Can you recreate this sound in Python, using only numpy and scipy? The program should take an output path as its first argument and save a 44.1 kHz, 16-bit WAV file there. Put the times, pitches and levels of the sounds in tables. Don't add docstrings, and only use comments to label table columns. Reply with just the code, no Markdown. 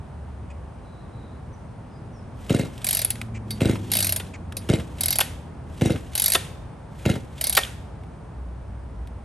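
import sys
import numpy as np
from scipy import signal
from scipy.fft import rfft, irfft, next_fast_len
from scipy.io import wavfile
from scipy.ndimage import uniform_filter1d, map_coordinates

SR = 44100
rng = np.random.default_rng(int(sys.argv[2]) if len(sys.argv) > 2 else 0)


def output_pcm(signal):
    pcm = np.clip(np.atleast_2d(signal).T, -1, 1) * 32767
    wavfile.write(sys.argv[1], SR, np.round(pcm).astype(np.int16))


N = 407606
TIME = np.arange(N) / SR
AGE = np.arange(SR // 3) / SR

# (time [s], thump [dB], rasp [dB])
STROKES = [(2.5057, -5.5, -33.5), (2.5472, -6.5, -33), (2.5955, -10, -33.5), (2.634, -18.5, -49.5),
           (2.651, -19.5, -48), (3.6173, -6.5, -32), (3.6564, -6.5, -32.5), (3.696, -7, -32.5),
           (3.733, -17, -43), (4.700, -4.5, -32), (4.737, -6, -32), (4.787, -16.5, -46),
           (5.8194, -5.5, -34.5), (5.8585, -7, -31), (5.9046, -8, -34.5), (5.942, -18.5, -53.5),
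           (5.954, -18.5, -66), (7.0616, -4, -32.5), (7.0994, -6, -31.5), (7.140, -18.5, -43.5),
           (7.162, -17.5, -47)]
# (frequency [Hz], density [dB per Hz])
SQUEEZE_SPECTRUM = [(100, -33), (280, 0.5), (420, 3.5), (580, 4), (680, -5.5), (800, -6), (1000, -30),
                    (1450, -5), (2000, -43), (6000, -100)]
# (frequency [Hz], density [dB per Hz])
PUFF_SPECTRUM = [(50, -18.5), (110, 10.5), (230, 21), (550, 12), (780, -2), (1050, -19.5), (3000, -58)]
# (frequency [Hz], density [dB per Hz])
RASP_SPECTRUM = [(300, -14), (1000, -17), (1450, 0.5), (3300, 2), (4500, -5.5), (9000, -4.5), (10700, -2),
                 (13000, -18), (16000, -54.5)]
# (frequency [Hz], level [dB], t60 [s])
CRANKCASE_MODES = [(2104, 6, 0.12), (2750, 9, 0.04), (3860, 7, 0.065), (7050, -10.5, 0.101)]

# (starter catches [s], lets go [s], knock of letting go [dB])
PULLS = [(2.495, 2.655, -31.5), (3.605, 3.7546, -27), (4.689, 4.797, -27), (5.8103, 5.958, -28),
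         (7.0535, 7.155, -27)]
# (start [s], end [s], clatter [dB], steel ring against the clatter [dB])
REWINDS = [(2.816, 3.17, -26, -11), (3.901, 4.214, -24.5, -5), (4.983, 5.216, -25.5, -14.5),
           (6.132, 6.372, -25.5, -6), (7.379, 7.591, -25.5, -11.5)]
# (time [s], ping level [dB])
CLICKS = [(2.844, -15), (2.867, -21.5), (2.888, -3), (2.9089, -3), (2.9283, -17.5), (2.949, -3), (2.97, -4),
          (2.991, -7), (3.017, -12.5), (3.0478, 1.5), (3.1039, -5), (3.9168, -9), (3.935, -8), (3.952, -18),
          (3.969, -5), (3.987, -21), (4.004, -12), (4.0256, -14), (4.045, -13), (4.0683, -19.5),
          (4.092, -14.5), (4.123, -5), (4.161, -13.5), (5.008, -10), (5.034, -15), (5.0585, -3.5),
          (5.0827, -8), (5.106, -4), (5.1262, -21.5), (5.1558, -14.5), (5.186, 0.5), (6.1528, -5.5),
          (6.177, -15), (6.1978, -1.5), (6.22, -2), (6.2398, -3.5), (6.2598, 1.5), (6.2806, -5),
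          (6.3005, -9.5), (6.32, -4.5), (6.335, -3), (7.411, -25), (7.4404, -8), (7.469, -11), (7.496, 0.5),
          (7.526, -13), (7.550, -6.5)]
# (time [s], clatter [dB], flywheel ring [dB], favoured mode [Hz])
ENGAGES = [(3.506, -32.5, -31, 4590), (4.568, -30.5, -36, 4050)]
# (frequency [Hz], density [dB per Hz])
CLICK_SPECTRUM = [(300, -63.5), (600, -10.5), (1200, -26.5), (2100, -11), (3500, -10.5), (6200, -12.5),
                  (7100, -8.5), (7700, -12), (8500, -4), (9300, -7), (10600, 4.5), (11500, -7.5),
                  (13000, -11.5), (14200, -16.5), (16000, -28.5)]
# (frequency [Hz], level [dB], t60 [s])
FLYWHEEL_MODES = [(2137, -14, .13), (3768, -6, .09), (3950, -9, .08), (4161, -8, .1), (4578, -7.5, .12),
                  (4683, -5.5, .12), (5116, -8, .12), (5740, -12, .1), (6090, -11, .1)]
# (frequency [Hz], level [dB], t60 [s])
PAWL_MODES = [(8880, -7, .08), (9173, -.5, .16), (9300, -7, .12), (11510, 2.5, .08)]
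# (frequency [Hz], level [dB], t60 [s])
COVER_MODES = [(695, -5.5, 0.032), (1615, -6.5, 0.016)]
CLATTER_DB_PER_DOUBLING, RATTLE_DB_PER_DOUBLING = 1, 4.5
FLYWHEEL_DB, FLYWHEEL_SCATTER_DB = -4.5, 3
TOOTH_RATTLE_DB = -7
TOOTH_HZ, TOOTH_SPREAD_HZ, TOOTH_DB = 3160, 775, 1.5
SKID_SHARE, SKID_S = 0.11, 0.007
COVER_LAG_S = 0.00337

# (time [s], level [dB], bounce delay [s], bounce against the first blow [dB])
STOPS = [(4.199, -18, .006, -14), (5.207, -7, 0.005, -1.5), (6.350, -1, .0085, -9.5),
         (7.572, -1, 0.0052, -4.5)]
# (frequency [Hz], level [dB], t60 [s])
SEAT_MODES = [(400, 1.5, .04), (770, 10, 0.019), (1399, 7.5, 0.055), (1840, 3.5, 0.095), (2810, -3, 0.06),
              (3570, 5.5, 0.065)]
# (frequency [Hz], density [dB per Hz])
THUD_SPECTRUM = [(150, -36), (350, -2), (480, 0), (850, 0), (1300, -20), (4000, -70)]
SETTLE_S = .0025
THUD_LAG_S, THUD_DB = 0.00514, -22
SHIVER_DB, SHIVER_T60_S = -26.5, 0.47

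# (time [s], level [dB], brightest [Hz], hollow low part [dB], lift at the brightest [dB])
LOOSE_KNOCKS = [(2.778, -34, 3920, -36, 4), (3.1548, -29, 2480, -3, -2), (3.2141, -20.5, 2300, -11, 7),
                (4.5225, -27, 1590, -9, 6.5), (5.1903, -12.5, 1700, 7, -0.5), (7.587, -11.5, 1400, -2, -4),
                (7.634, -20, 3360, -19, 10), (7.649, -26, 3100, -10, 5), (8.035, -44.5, 2400, -16, 12),
                (9.0723, -41, 3820, -15, 2)]
# (frequency [Hz], density [dB per Hz])
HOUSING_SPECTRUM = [(120, -43), (350, 13.5), (650, 7), (1400, 4.5), (3400, -1), (4500, -7.5), (7000, -10.5),
                    (11000, -5.5), (13000, -21), (16000, -41.5)]
CATCH_DB = -18.5
CORD_OUT_DB, CORD_BACK_DB, CORD_SMOOTH_S = -46.5, -46, 0.28
# (time [s], length [s], start [Hz], end [Hz], level [dB])
RUBS = [(0.496, 0.033, 2600, 2430, -48.5), (3.339, 0.051, 2550, 2150, -41), (4.332, 0.038, 2560, 1960, -39)]
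# (harmonic number, level [dB])
GRIP_HARMONICS = [(1, 1.5), (2, -15), (3, -9)]
SQUEAK_ROUGH_HZ = 320

# (frequency [Hz], gain [dB])
PAVING_GAIN = [(100, -30.5), (250, -23), (600, -18), (1500, -24), (4000, -22.5), (12000, -25.5)]
# (frequency [Hz], t60 [s])
YARD_DECAY = [(150, 0.78), (800, 0.16), (3000, 0.84), (8000, 0.58), (13000, 0.11)]
# (time [s], length [s], start [Hz], end [Hz], level [dB])
CHIRPS = [(0.8, 0.31, 3990, 3830, -55.5), (1.047, 0.38, 3900, 3870, -55), (1.524, 0.039, 6100, 5730, -49),
          (1.88, 0.145, 5000, 4900, -58), (2.11, 0.12, 6020, 4950, -54)]
# (time [s], rumble level [dB], road hiss level [dB])
TRAFFIC = [(0.0, -44, -48), (6.41, -42.5, -47), (8.29, -45.5, -48.5), (8.7, -39, -48.5), (9.24, -37, -49)]
# (frequency [Hz], density [dB per Hz])
AIR_SPECTRUM = [(25, -14), (40, 3.5), (60, 9), (110, -2.5), (330, -21), (900, -24), (2000, -38.5),
                (4000, -49.5), (7500, -55), (9500, -47.5), (10500, -57.5), (12500, -72.5), (16000, -91)]
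# (frequency [Hz], side against mid [dB])
AIR_WIDTH = [(60, -23), (130, -14), (250, -10), (550, -3), (1200, -9), (4000, -6)]
# (time [s], pitch [Hz], level [dB])
DRONE = [(0, 125, -68), (1.2, 121.8, -47), (2.9, 115, -45), (3.3, 112, -35), (3.85, 101, -29),
         (4.2, 92, -36), (5.4, 80, -40), (9.24, 74.4, -86)]
# (time [s], pitch [Hz], level [dB])
HUM = [(0, 73.8, -38), (.5, 70.7, -23), (.9, 71.3, -47), (6.8, 66.1, -42), (8.7, 60.9, -26),
       (9.24, 59, -32)]
# (frequency [Hz], left leads by [radians])
PORT_PHASE = [(300, 0), (1030, -.3), (2000, .35), (3270, .55), (4300, .45), (5430, .1), (6630, -.1),
              (7920, .3), (8610, 0), (9560, -2.1), (10800, -4), (11800, -6.1), (12400, -6.5), (13400, -9.3),
              (15000, -12.4)]
TOP_HZ = 16200


def piston():
    out = np.zeros(N)
    size = len(AGE)
    port = (1 + .5 * np.exp(-AGE / .003)) / (1 + (AGE / .016) ** 8)

    def rasp(db, t60, attack):
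        return amp(db) * patchy(noise(RASP_SPECTRUM, size), depth_db=5.5, width_hz=330) * fade(t60, attack)

    for s, db, rasp_db in STROKES:
        vigour = rng.uniform(.93, 1.07)
        exhaust = port * thump(start_hz=520 * vigour, end_hz=100 * vigour, glide=.0022, t60=.16)
        intake = thump(start_hz=760 * vigour, end_hz=232, glide=.0016, t60=.06)
        squeeze = noise(SQUEEZE_SPECTRUM, size) * fade(t60=0.042, attack=0.0032)
        puff = noise(PUFF_SPECTRUM, size) * fade(t60=0.16, attack=0.0008)
        add(out, s - .0085, amp(db - 10.5) * squeeze)
        add(out, s, amp(db - 4) * exhaust)
        add(out, s + .013, amp(db - 12) * intake)
        add(out, s, amp(db - 18) * puff)
        add(out, s - .009, rasp(rasp_db, t60=0.061, attack=0.002))
        add(out, s - .001, rasp(rasp_db + 18, t60=0.0098, attack=0.0014))
        add(out, s, rasp(rasp_db - 3.5, t60=0.18, attack=0.004))
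        loose = rattle(length_s=.034, centre_hz=2570, octaves=0.89, t60=.009, count=45)
        add(out, s, amp(rasp_db + 1) * loose)
        for delay, slap_db in rng.uniform([.014, -9], [.022, 2], (2, 2)):
            add(out, s + delay, rasp(rasp_db + slap_db + 4, t60=0.02, attack=.0005))
        add(out, s, amp(rasp_db - 8.5) * ring(CRANKCASE_MODES, scatter_db=4))
    return out


def thump(start_hz, end_hz, glide, t60):
    hz = end_hz + (start_hz - end_hz) * np.exp(-AGE / glide)
    return -np.sin(phase(hz)) * fade(t60, attack=0.00072)


def ratchet():
    out = np.zeros(N)
    for start_s, end_s, clatter_db, steel_db in REWINDS:
        times, pings = np.transpose([row for row in CLICKS if start_s < row[0] < end_s])
        rates = 1 / np.gradient(times)
        speed_doublings = np.log2(rates / np.median(rates))
        for s, doublings, ping_db in zip(times, speed_doublings, pings):
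            db = clatter_db + CLATTER_DB_PER_DOUBLING * doublings
            shaken_db = clatter_db + RATTLE_DB_PER_DOUBLING * doublings
            ring_db = shaken_db + FLYWHEEL_DB + FLYWHEEL_SCATTER_DB * rng.normal()
            add(out, s, snap(ping_db) + pawl(db, ring_db, steel_db))
            if s > times[0]:
                chatter = rattle(length_s=.012, centre_hz=3000, octaves=1.3, t60=0.0088, count=18)
                add(out, s - .011, amp(shaken_db + TOOTH_RATTLE_DB) * chatter)
    for s, clatter_db, ring_db, mode_hz in ENGAGES:
        favour = lambda hz: 1 + amp(5) * 1j * hz * 60 / (mode_hz ** 2 - hz ** 2 + 1j * hz * 60)
        add(out, s, filtered(pawl(clatter_db, ring_db), favour))
    return out


def pawl(clatter_db, ring_db, steel_db=-7):
    size = len(AGE)
    grit = lambda: patchy(noise(CLICK_SPECTRUM, size), depth_db=3.5, width_hz=530)
    clatter = grit() * fade(t60=0.041, attack=0.001)
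    bounce = amp(-11.5) * grit() * fade(t60=0.012, attack=0.0013)
    add(clatter, rng.uniform(0.0021, .007), bounce)
    landing_hz = TOOTH_HZ + TOOTH_SPREAD_HZ * rng.uniform(-1.1, 1)
    hz = landing_hz * (1 + SKID_SHARE * np.exp(-AGE / SKID_S))
    skid = amp(TOOTH_DB) * np.sin(phase(hz)) * fade(t60=0.021, attack=.0006)
    cover = amp(-10.5) * noise(HOUSING_SPECTRUM, size) * fade(t60=0.038, attack=.006)
    add(cover, COVER_LAG_S, amp(-3) * ring(COVER_MODES, scatter_db=3, detune_hz=70))
    flywheel = ring(FLYWHEEL_MODES, scatter_db=6)
    steel = amp(steel_db - 1) * ring(PAWL_MODES, scatter_db=4, detune_hz=7)
    return amp(clatter_db) * (amp(10) * clatter + skid + cover + steel) + amp(ring_db - 2) * flywheel


def snap(db):
    ping_hz = 11280 + 300 * rng.uniform(-1, 1)
    ping = np.sin(2 * np.pi * ping_hz * AGE) * fade(t60=0.013, attack=0.00045)
    tick = noise(CLICK_SPECTRUM, len(AGE)) * fade(t60=0.0082, attack=0.00044)
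    return amp(db - 2.5) * (ping + amp(-13) * tick)


def handle():
    out = np.zeros(N)
    size = len(AGE)
    for s, db, bounce_s, bounce_db in STOPS:
        rebound_db = db + bounce_db
        add(out, s, knock(db + 1, spot_hz=3430, hollow_db=-10.5, spot_db=7, t60=0.02))
        add(out, s + SETTLE_S, knock(db - 3.5, spot_hz=2780, hollow_db=-5, spot_db=5, t60=0.03))
        add(out, s + SETTLE_S, amp(db - 24.5) * ring(SEAT_MODES, scatter_db=4, detune_hz=60))
        thud = noise(THUD_SPECTRUM, size) * fade(t60=0.036, attack=0.0041)
        add(out, s + THUD_LAG_S, amp(db + THUD_DB) * thud)
        bounce = knock(rebound_db, spot_hz=2700, hollow_db=5.5, t60=0.022)
        add(out, s + bounce_s, bounce + snap(rebound_db + 2.5))
        add(out, s - .004, pawl(rebound_db - 13.5, rebound_db - 18.5))
        coils = rattle(length_s=.12, centre_hz=2815, octaves=.7, t60=0.021, count=40)
        shiver = (noise(RASP_SPECTRUM, size) + amp(4.5) * coils) * fade(SHIVER_T60_S, attack=.006)
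        add(out, s, amp(db + bounce_db / 2 + SHIVER_DB) * shiver)
    return out


def knocks():
    out = np.zeros(N)
    for catch_s, release_s, release_db in PULLS:
        add(out, catch_s, knock(CATCH_DB, spot_hz=2800, hollow_db=-7.5, spot_db=9.5, t60=0.035))
        add(out, release_s, knock(release_db, spot_hz=2720, hollow_db=1.5))
    for s, *_ in REWINDS:
        add(out, s, knock(db=-33.5, spot_hz=3400, hollow_db=-20))
    for s, db, spot_hz, hollow_db, spot_db in LOOSE_KNOCKS:
        add(out, s, knock(db + 5, spot_hz, hollow_db, spot_db, t60=0.022))
    return out


def knock(db, spot_hz, hollow_db, spot_db=5, t60=0.064):
    def response(hz):
        hollow = hollow_db / (1 + (hz / 1500) ** 4)
        spot = spot_db / (1 + ((hz - spot_hz) / 450) ** 2)
        return amp(hollow + spot) * hz ** 4 / (hz ** 4 + 470 ** 4)

    shell = unit(filtered(noise(HOUSING_SPECTRUM, len(AGE)), response))
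    return amp(db - 5.5) * shell * fade(t60, attack=0.00083)


def cord():
    running = lambda start_s, end_s: (TIME > start_s) & (TIME < end_s)
    outward = sum(running(catch_s - .02, release_s + 0.027) for catch_s, release_s, _ in PULLS)
    back = sum(running(start_s + .03, end_s) for start_s, end_s, *_ in REWINDS)
    gain = amp(CORD_OUT_DB) * outward + amp(CORD_BACK_DB) * back
    smoothed = uniform_filter1d(gain, size=round(CORD_SMOOTH_S * SR))
    return smoothed * amp(2.5 * wobble(120)) * noise(RASP_SPECTRUM, N)


def rubs():
    out = np.zeros(N)
    for s, length, start_hz, end_hz, db in RUBS:
        n = int(length * SR)
        jitter = SQUEAK_ROUGH_HZ * noise([(50, 0), (900, 0), (2500, -30)], n)
        turn = phase(np.linspace(start_hz, end_hz, n) + jitter)
        tones = sum(amp(level) * np.sin(k * turn) for k, level in GRIP_HARMONICS)
        swell = signal.windows.tukey(n, .6) * np.linspace(1, .4, n)
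        add(out, s, amp(db) * swell * tones)
    return out


def paving(x):
    echoes = np.zeros(len(AGE))
    for delay, size in rng.uniform([.001, -1], [.009, 1], (12, 2)):
        echoes[round(delay * SR)] += size
    scattered = signal.fftconvolve(x, echoes / np.linalg.norm(echoes))[:N]
    side = filtered(scattered, lambda hz: amp(along(PAVING_GAIN, hz)))
    return np.array([side, -side])


def yard(x):
    hz, t, z = signal.stft(rng.standard_normal((2, SR * 3 // 4)), SR, nperseg=256)
    decay = amp(-60 * t / along(YARD_DECAY, hz)[:, None])
    tail = signal.istft(z * decay, SR, nperseg=256)[1]
    colour = [(70, -26), (160, -10), (600, 6.5), (3000, -13), (8000, -9.5), (11500, -2.5), (13500, -15)]
    tail = filtered(tail / np.linalg.norm(tail[0]), lambda hz: amp(along(colour, hz)))
    delayed = np.pad(x, (round(.008 * SR), 0))
    return signal.fftconvolve(delayed[None], tail, axes=1)[:, :N]


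def birds():
    out = np.zeros(N)
    for s, length, start_hz, end_hz, db in CHIRPS:
        n = int(length * SR)
        tremble = lambda: noise([(30, 0), (150, 0), (500, -40)], n)
        hz = np.linspace(start_hz, end_hz, n) + 125 * tremble()
        level = amp(db - 4 + 3 * tremble()) * signal.windows.tukey(n, .7)
        add(out, s, level * np.sin(phase(hz)))
    return out


def outdoors():
    rumble_db, hiss_db = curves(TRAFFIC)
    air = np.array([noise(AIR_SPECTRUM, N) for _ in range(2)])
    mid, side = filtered(air, lambda hz: np.array([np.ones_like(hz), amp(along(AIR_WIDTH, hz))]))
    pair = np.array([mid + side, mid - side])
    low_share = lambda hz: 1 / (1 + (hz / 95) ** 4)
    low = unit(filtered(pair, low_share))
    high = unit(filtered(pair, lambda hz: 1 - low_share(hz)))
    rumble = low * amp(rumble_db - 7.5 + 0.73 * wobble(1.6))
    hiss = high * amp(hiss_db + 8 + 0.46 * wobble(2.6))
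    vehicle = engine_far(DRONE, [(1, 0.5), (2, -7.5), (3.5, -19)], waver=0.35, roar_db=-9)
    hum = engine_far(HUM, [(1, -7.5)], waver=0.44, roar_db=-32)
    return rumble + hiss + vehicle + hum


def engine_far(rows, orders, waver, roar_db):
    hz, db = curves(rows)
    turn = phase(hz)
    tones = np.zeros(N)
    for k, level in orders:
        blurred = k * turn + k * waver * wobble(28)
        tones += amp(level) * amp(2.5 * wobble(12)) * np.sin(blurred)
    roar = noise([(60, -30), (130, 0), (240, 0), (420, -12), (900, -35), (3000, -120)], N)
    return amp(db) * (tones + amp(roar_db) * roar)


def ring(modes, scatter_db, detune_hz=14):
    out = np.zeros(len(AGE))
    for hz, db, t60 in modes:
        cycles = (hz + detune_hz * rng.normal()) * AGE + rng.random()
        strength = amp(db + scatter_db * rng.uniform(-0.4, 1))
        out += strength * fade(t60, attack=0.00025) * np.sin(2 * np.pi * cycles)
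    return out


def rattle(length_s, centre_hz, octaves, t60, count):
    out = np.zeros(len(AGE))
    shape = fade(t60, attack=.0002)
    for when, pitch, size in rng.uniform([0, -1, 0], [1, 1, 1], (count, 3)):
        hz = centre_hz * 2 ** (octaves * pitch)
        add(out, when * length_s, size ** 2 * shape * np.sin(2 * np.pi * hz * AGE))
    return out


def patchy(x, depth_db, width_hz):
    knots = rng.standard_normal(256)
    uneven = lambda hz: amp(depth_db * np.interp(hz / width_hz, np.arange(len(knots)), knots))
    return unit(filtered(x, uneven))


def fade(t60, attack):
    return 10 ** (-3 * AGE / t60) * (1 - np.exp(-AGE / attack))


def noise(spectrum, size):
    return unit(filtered(rng.standard_normal(size), lambda hz: amp(along(spectrum, hz))))


def filtered(x, response):
    n = x.shape[-1]
    m = next_fast_len(n + 4096)
    return irfft(rfft(x, m) * response(np.fft.rfftfreq(m, 1 / SR)), m)[..., :n]


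def phase(hz):
    return 2 * np.pi * np.cumsum(hz) / SR


def wobble(rate):
    return map_coordinates(rng.standard_normal(int(N * rate / SR) + 4), [TIME * rate])


def curves(rows):
    s, *cols = np.transpose(rows)
    return [np.interp(TIME, s, c) for c in cols]


def along(points, hz):
    f, v = np.transpose(points)
    return np.interp(np.log(hz + 1), np.log(f + 1), v)


def amp(db):
    return 10 ** (np.asarray(db) / 20)


def unit(x):
    return x / np.sqrt(np.mean(x ** 2) + 1e-20)


def add(track, s, sound):
    part = track[max(round(s * SR), 0):][:len(sound)]
    part += sound[:len(part)]


def scene():
    saw = piston() + ratchet() + handle() + knocks() + cord() + rubs()
    song = birds()
    reflected = paving(saw) + yard(amp(-13) * saw + amp(-3) * song)
    return saw + reflected + amp(-6) * song + outdoors()


def record(dry):
    def response(hz):
        half_phase = .5j * along(PORT_PHASE, hz) * np.array([[1], [-1]])
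        return np.exp(half_phase) / (1 + (hz / TOP_HZ) ** 80)

    return filtered(dry, response)


dry = scene()
out = record(dry)
output_pcm(out)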